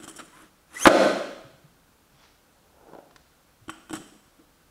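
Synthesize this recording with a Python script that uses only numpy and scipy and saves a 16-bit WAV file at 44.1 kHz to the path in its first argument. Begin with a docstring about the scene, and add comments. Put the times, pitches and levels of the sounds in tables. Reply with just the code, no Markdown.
"""Gym hall: a rubber bumper plate is pushed along the grooved steel sleeve of a barbell and slams into
the loaded plates. A second plate is dragged off the rubber floor, knocks on the sleeve and is wiggled on.
Impacts are sums of decaying modes plus a noise crack; rubbing is stick-slip friction; the grooves sing at
the rate they are passed. The hall rings after each blow; the slam overloads the microphone and its limiter."""
import sys
import numpy as np
from scipy import signal
from scipy.io import wavfile
from scipy.ndimage import uniform_filter1d

SR = 44100
rng = np.random.default_rng(int(sys.argv[2]) if len(sys.argv) > 2 else 0)


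def dump(signal):
    """Clip the signal to [-1, 1] and save it as 16-bit WAV at the path in sys.argv[1]."""
    limited = np.clip(np.atleast_2d(signal).T, -1, 1)
    pcm = np.round(limited * 32767).astype(np.int16)
    wavfile.write(sys.argv[1], SR, pcm)


N = 207415
TIME = np.arange(N) / SR
RING_TIME = TIME[:SR // 4]  # a quarter of a second for each blow


def amp(db):
    """Level: decibels convert to a pressure ratio."""
    return 10 ** (np.asarray(db) / 20)


def evened(x):
    """Normalisation: scales to rms 1."""
    return x / np.sqrt(np.mean(x ** 2) + 1e-20)


def read(points, hz):
    """Interpolation of a table along a logarithmic frequency axis."""
    f, value = np.transpose(points)
    return np.interp(np.log(hz + 1), np.log(f + 1), value)


def add(mix, s, sound):
    """Superposition: mixes a sound in at time s, in place."""
    part = mix[max(round(s * SR), 0):][:len(sound)]
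    part += sound[:len(part)]


def coloured(x, spectrum):
    """Minimum-phase filtering by a (f/Hz, level/dB) table: nothing sounds before its cause."""
    size = 4096
    hz = abs(np.fft.fftfreq(size, 1 / SR))
    log_gain = np.log(amp(read(spectrum, hz)))
    # the Hilbert transform of the log gain gives the minimum phase
    response = np.fft.ifft(np.exp(np.conj(signal.hilbert(log_gain)))).real[:size // 2]
    return signal.fftconvolve(x, response)[:len(x)]


def noise(spectrum):
    """Stationary random pressure: coloured noise of rms 1."""
    return evened(coloured(rng.standard_normal(N), spectrum))


def wander(size):
    """Random modulation: smooth chance of rms 1, averaged twice over size samples."""
    smooth = uniform_filter1d(rng.standard_normal(N), size)
    return evened(uniform_filter1d(smooth, size))


def dying(t60, t=RING_TIME):
    """Exponential damping: amplitude falls 60 dB in t60 seconds."""
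    return np.exp(-np.log(1000) * t / t60)


def swell(peak_s, db, swell_db_per_s, fade_db_per_s):
    """Build-up and release: the gain is exponential on either side of its peak."""
    before = (peak_s - TIME) * swell_db_per_s
    after = (TIME - peak_s) * fade_db_per_s
    return amp(db - np.maximum(before, after))


def burst(spectrum, t60):
    """Broadband impact: a coloured puff of noise that starts near rms 1 and dies."""
    fade = dying(t60)
    puff = coloured(rng.standard_normal(len(fade)) * fade, spectrum)
    return evened(puff) * np.sqrt(np.mean(fade ** 2))


def taps(rows, spectrum, t60):
    """Heavily damped impact: dead little blows with no ring."""
    out = np.zeros(N)
    for s, db in rows:
        add(out, s, amp(db) * burst(spectrum, t60))
    return out


def blows(rows, modes, crack, crack_db, crack_t60, detune):
    """Modal superposition: each blow rings damped modes and adds a short crack, shaped by its force."""
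    out = np.zeros(N)
    for s, bass, middle, treble in rows:
        # how squarely the blow lands sets the spectrum of its force
        force = [(450, bass), (1000, middle), (2800, middle), (6000, treble)]
        # the contact loads the modes differently each time
        shifts = 1 + detune * rng.uniform(-1, 1, len(modes))
        ring = np.zeros(len(RING_TIME))
        for k, (hz, db, t60) in enumerate(modes):
            level = amp(db + read(force, hz)) * (-1) ** k  # alternate modes start in opposite phase
            ring += level * dying(t60) * np.sin(2 * np.pi * hz * shifts[k] * RING_TIME)
        add(out, s, ring + amp(crack_db) * coloured(burst(crack, crack_t60), force))
    return out


def friction(spectrum, slips_per_s, spread_db, patchy_db):
    """Stick-slip: many tiny slips of uneven size; resonances come and go as the contact point moves."""
    size = amp(spread_db * np.minimum(rng.exponential(1, N), 4))
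    happens = rng.random(N) < slips_per_s / SR
    slips = size * rng.choice([-1, 1], N) * happens
    z = signal.stft(slips, SR, nperseg=512)[2]
    # random gains, smoothed over frequency and then over time
    patches = uniform_filter1d(rng.standard_normal(z.shape), size=4, axis=0)
    patches = evened(uniform_filter1d(patches, size=6, axis=1))
    patchy = signal.istft(z * amp(patchy_db * patches))[1][:N]
    return evened(coloured(patchy, spectrum))


# plate meets plate, hub first and then the whole face:
# t/s, bass level/dB, middle level/dB, treble level/dB
SLAM_BLOWS = [(.8548, -17.5, -6, -12), (.8645, -20, -9, -22), (.8697, 8, 3.5, 1)]
# modes of the stack of plates: f/Hz, level/dB, t60/s
STACK_MODES = [(63, -27.5, .05), (119, -20, 0.09), (179.5, -23, .08), (320.3, 0, .05), (390, -5, .045),
               (545.5, 1, 0.043), (663, -7.5, 0.062), (770, -14.5, .04), (843, -8.5, 0.05),
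               (1042, -4.5, .05), (1250, -7, 0.11), (1380, -7.5, .05), (1515, -8.5, 0.07), (1920, -19, .03),
               (2600, -24.5, 0.022)]
# crack of the stack: f/Hz, level/dB
STACK_CRACK_SPECTRUM = [(60, -21.5), (200, -8), (400, 1.5), (650, 5.5), (1000, -4), (1450, -1),
                        (2200, -8.5), (3500, -12), (6000, -17.5), (10000, -23), (15000, -38.5)]


def slam():
    """Modal excitation by impact: the first plate hits the loaded stack, whose modes die quickly."""
    return blows(SLAM_BLOWS, STACK_MODES, STACK_CRACK_SPECTRUM, crack_db=-1.5, crack_t60=0.069, detune=0.0073)


FULL_SPEED = 3200  # grooves per second
# resonances of the sleeve, crossed by the groove harmonics: f/Hz, level/dB
SLEEVE_RESONANCES = [(850, -40), (1000, -12), (1100, -24), (1750, -30), (1980, -1), (2250, -36),
                     (2600, -14), (3200, -16), (4000, -24), (5500, -24), (6000, -9), (6540, -5),
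                     (6800, -19), (9500, -16), (13000, -30)]


def grooves(speed, jitter=.022, flicker_db=2.5, count=4):
    """Periodic excitation: the groove rate is the pitch; faster travel strengthens the upper harmonics."""
    phase = 2 * np.pi * np.cumsum(speed * (1 + jitter * wander(size=35))) / SR
    db, growth = -21, 12  # dB at full speed, dB per doubling of speed for each harmonic number
    doublings = np.log2(speed / FULL_SPEED)
    tone = np.zeros(N)
    for k in range(1, count + 1):
        # the tone flares where a harmonic crosses a resonance
        level = db + k * growth * doublings + read(SLEEVE_RESONANCES, k * speed)
        tone += amp(level) * np.sin(k * phase)
    return tone * amp(flicker_db * wander(size=130))


# the tilted hub binds and scrapes on the sleeve:
# t/s, length/s, hum level/dB, rasp level/dB, chatter level/dB
SCRAPE_EVENTS = [(0, .28, -54, -59, -60), (.028, .016, -51, -52, -48), (.08, .018, -51, -53, -47),
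                 (.158, .014, -63, -63, -46), (.185, .018, -55, -42, -53), (.35, .12, -61, -72, -75),
                 (3.93, .04, -47, -44, -47.5), (3.995, .03, -45, -58, -62), (4.04, .06, -58, -63, -63),
                 (4.12, .045, -55, -72, -70), (4.385, .03, -55, -70, -85)]


def scrape(rise_s=.008, t60=.06):
    """Intermittent contact: the tilted hub bites, holds and lets go; gives hum, rasp and chatter gains."""
    gains = np.zeros((3, N))
    for s, length, *dbs in SCRAPE_EVENTS:
        t = TIME[:round((length + t60) * SR)]
        shape = np.minimum(t / rise_s, 1) * dying(t60, np.maximum(t - length, 0))
        for gain, db in zip(gains, dbs):
            add(gain, s, amp(db) * shape)
    return gains


# speed of the plate along the sleeve, a nudge and then a shove home: t/s, groove rate/(1/s)
NUDGE_SPEED = [(.28, 650), (.33, 970), (.37, 1050), (.42, 1100), (.49, 500)]
SHOVE_SPEED = [(.68, 450), (.73, 1150), (.755, 1860), (.786, 2080), (.816, 2980), (.853, 3370)]
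# spectra of the juddering plate, the rasp, the hiss and the scraped steel: f/Hz, level/dB
HUM_SPECTRUM = [(100, -22), (175, -14), (220, -13), (275, -8), (320, 0), (365, -13), (700, -24),
                (2000, -60)]
RASP_SPECTRUM = [(150, -20), (320, -8), (600, -7), (950, -7), (1300, 1), (2200, -9), (3200, -10),
                 (4800, -20), (9000, -45)]
HISS_SPECTRUM = [(2000, -35), (4800, -12), (6300, -1), (7500, -3), (9400, 0), (11500, -6), (15000, -24)]
CHATTER_SPECTRUM = [(2500, -30), (3100, 1), (3400, -15), (5100, -15), (5560, -2), (6100, -10), (8000, 0),
                    (8600, -9), (9300, -.5), (10200, -10), (11500, -13), (15000, -27)]


def slide():
    """Sliding friction: hum, rasp and hiss grow with speed, hiss fastest; the hub chatters where it binds."""
    speed = np.ones(N)  # never zero, so that its logarithm exists
    for push in (NUDGE_SPEED, SHOVE_SPEED):
        speed += np.interp(TIME, *np.transpose(push), left=0, right=0)
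    doublings = np.log2(speed / FULL_SPEED)
    # dB at full speed + dB per doubling of speed
    hum = amp(-58 + 5 * doublings)
    rasp = amp(-37 + 12.5 * doublings)
    hiss = amp(-33.5 + 18 * doublings)
    judder, grind, chatter = scrape()
    return ((hum + judder) * friction(HUM_SPECTRUM, slips_per_s=2000, spread_db=1.0, patchy_db=1.0)
            + (rasp + grind) * friction(RASP_SPECTRUM, slips_per_s=6000, spread_db=1.5, patchy_db=1.5)
            + hiss * friction(HISS_SPECTRUM, slips_per_s=1800, spread_db=2.5, patchy_db=4.0)
            + chatter * friction(CHATTER_SPECTRUM, slips_per_s=1500, spread_db=2.5, patchy_db=3.5)
            + grooves(speed))


# the steel hub knocks on the sleeve: t/s, bass level/dB, middle level/dB, treble level/dB
KNOCK_BLOWS = [(.001, -42, -45.5, -50), (.024, -45, -45, -49), (.078, -42, -37, -36),
               (3.682, -34, -45, -48), (3.694, -43.5, -25, -54), (3.6975, -41, -39, -36.5),
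               (3.8955, -42.5, -37, -45), (3.9075, -30.5, -38, -44), (3.9295, -33, -34, -31.5),
               (3.936, -29, -29.5, -37.5), (3.953, -42, -39, -33)]
# modes of hub and sleeve: f/Hz, level/dB, t60/s
HUB_MODES = [(210, -11.5, 0.2), (322, 0, 0.088), (630, -11.5, 0.044), (770, -10, 0.039), (1130, -5, .025),
             (1460, -3, .025), (3108, -13, .11), (5470, -19.5, .12), (5660, -16.5, .1), (7870, -12, .05),
             (7570, -17.5, 0.082), (8100, -12, 0.085), (7960, -12, 0.12), (10700, -18.5, 0.038)]
# crack of the hub: f/Hz, level/dB
HUB_CRACK_SPECTRUM = [(50, -15), (150, 4), (250, 1), (450, -3), (800, 0.5), (1400, -2.5), (2300, -9),
                      (3100, -2.5), (4400, -11), (6500, -8.5), (8100, -2.5), (9500, -8), (11500, -13),
                      (15000, -28)]


def knocks():
    """Modal excitation of steel: the hub clanks on the sleeve as a plate is fitted on."""
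    return blows(KNOCK_BLOWS, HUB_MODES, HUB_CRACK_SPECTRUM, crack_db=-1.5, crack_t60=0.04, detune=.012)


# a hand brushes the rim, then rubber rubs the floor:
# t/s of the peak, level/dB, swell rate/(dB/s), fade rate/(dB/s)
BRUSH_SWELL = (2.24, -56.5, 130, 135)
DRAG_SWELL = (2.96, -49.5, 62, 175)
# bumps of the rim on the floor, and clicks of the grip as the plate swings up: t/s, level/dB
BUMP_TAPS = [(2.87, -46), (2.886, -44), (2.934, -35.5), (2.95, -35), (2.986, -33.5)]
CLICK_TAPS = [(3.11, -52), (3.161, -42)]
# spectra of the palm, the rubber and the click: f/Hz, level/dB
PALM_SPECTRUM = [(300, -8), (800, -1), (2000, -4), (3000, -7), (5800, -9.5), (8000, -26), (15000, -38)]
RUBBER_SPECTRUM = [(50, -28), (100, -20), (220, -10), (330, 0), (520, 0), (900, -3), (1150, -13),
                   (1450, -12), (1900, -28), (5000, -39), (12000, -46)]
CLICK_SPECTRUM = [(200, -5), (900, 0), (1600, 0), (2800, -5), (5000, -8), (8000, -17), (14000, -33)]


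def lift():
    """Soft friction and damped impact: a hand brushes the rubber rim, which scuffs and bumps on the floor."""
    brush = swell(*BRUSH_SWELL) * friction(PALM_SPECTRUM, slips_per_s=5000, spread_db=1.5, patchy_db=1.5)
    scuff = swell(*DRAG_SWELL) * friction(RUBBER_SPECTRUM, slips_per_s=600, spread_db=2.2, patchy_db=1.5)
    bumps = taps(BUMP_TAPS, RUBBER_SPECTRUM, t60=0.022)
    clicks = taps(CLICK_TAPS, CLICK_SPECTRUM, t60=.03)
    return brush + scuff + bumps + clicks


# soft thuds of feet on the floor: t/s, level/dB, f/Hz
FOOT_THUDS = [(1.445, -46, 130), (1.53, -51, 140), (1.64, -48, 148), (2.135, -54.5, 140), (3.615, -51, 110),
              (3.675, -48, 95), (3.96, -49, 120)]


def feet(rise_s=.009):
    """Near-critical damping: a soft push swells and dies in the floor."""
    out = np.zeros(N)
    u = RING_TIME / rise_s
    for s, db, hz in FOOT_THUDS:
        add(out, s, amp(db) * u * np.exp(1 - u) * np.sin(2 * np.pi * hz * RING_TIME))
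    return out


# reverberation time of the hall: f/Hz, t60/s
HALL_DECAY = [(80, .6), (180, 0.84), (600, 0.73), (1500, 0.82), (3500, .92), (7000, 0.88), (14000, .84)]
# colour of the hall's echoes: f/Hz, level/dB
HALL_SPECTRUM = [(60, -28), (120, -12), (165, 1), (250, -3.5), (330, -3.5), (400, -1.5), (520, -1.5),
                 (660, 2.5), (1000, -5.5), (1500, -3.5), (2500, -1.7), (4000, .5), (8000, -2.3),
                 (14000, -6)]


def hall(x, build_s=.016):
    """Diffuse reverberation: dense echoes build up, then each band dies at its own rate."""
    hz, t, z = signal.stft(rng.standard_normal(SR), SR, nperseg=512)
    decay = dying(read(HALL_DECAY, hz)[:, None], t)
    tail = signal.istft(z * decay, SR, nperseg=512)[1]
    tail = tail * (1 - np.exp(-(TIME[:len(tail)] / build_s) ** 2))
    response = coloured(tail / np.linalg.norm(tail), HALL_SPECTRUM)
    return signal.fftconvolve(x, response)[:N]


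# steady air of the gym: f/Hz, level/dB
AIR_SPECTRUM = [(15, -31), (25, -1), (79, -3), (113, -10.5), (152, -3), (183, -7.5), (297, -7),
                (399, -13.5), (482, -9.5), (684, -12.5), (1500, -13), (1800, -18.5), (12000, -25.5),
                (15500, -26)]


def air(level_db=-61):
    """Stationary background noise: the steady air of the gym."""
    return amp(level_db) * noise(AIR_SPECTRUM)


def scene(count=4):
    """Superposition of direct and reverberant fields over the steady air."""
    rubbing, floor = slide(), lift() + feet()
    # a struck plate radiates a different pattern towards each wall, so its echoes blend into a smooth wash
    washes = [hall(amp(-3.0) * slam() + amp(-6.0) * knocks()) for _ in range(count)]
    clang_echo = sum(washes) / np.sqrt(count)
    rub_echo = hall(amp(-11.5) * rubbing + amp(-6) * floor)
    return (slam() + knocks() + rubbing + floor + clang_echo + rub_echo + air())[None]


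CEILING = .72  # amplitude at which the waveform clips
EDGE_HZ = 15750  # treble above this is cut


def record(dry, threshold_db=0.5, recovery_db_per_s=85, attack_s=.006):
    """Limiting and clipping: the gain ducks too late for the slam, then recovers while the hall rings."""
    peak_db = 20 * np.log10(abs(dry[0]) + 1e-9)
    fall = TIME * recovery_db_per_s
    held_db = np.maximum.accumulate(peak_db + fall) - fall  # peaks held, sinking at the recovery rate
    over_db = np.maximum(held_db - threshold_db, 0)
    lag = np.exp(-1 / (attack_s * SR))
    duck_db = signal.lfilter([1 - lag], [1, -lag], over_db)
    clipped = np.clip(dry / amp(duck_db), -CEILING, CEILING)
    lowpass = signal.firwin(511, EDGE_HZ, window=("kaiser", 9), fs=SR)
    return signal.oaconvolve(clipped, lowpass[None], "same")


dry = scene()
out = record(dry)
dump(out)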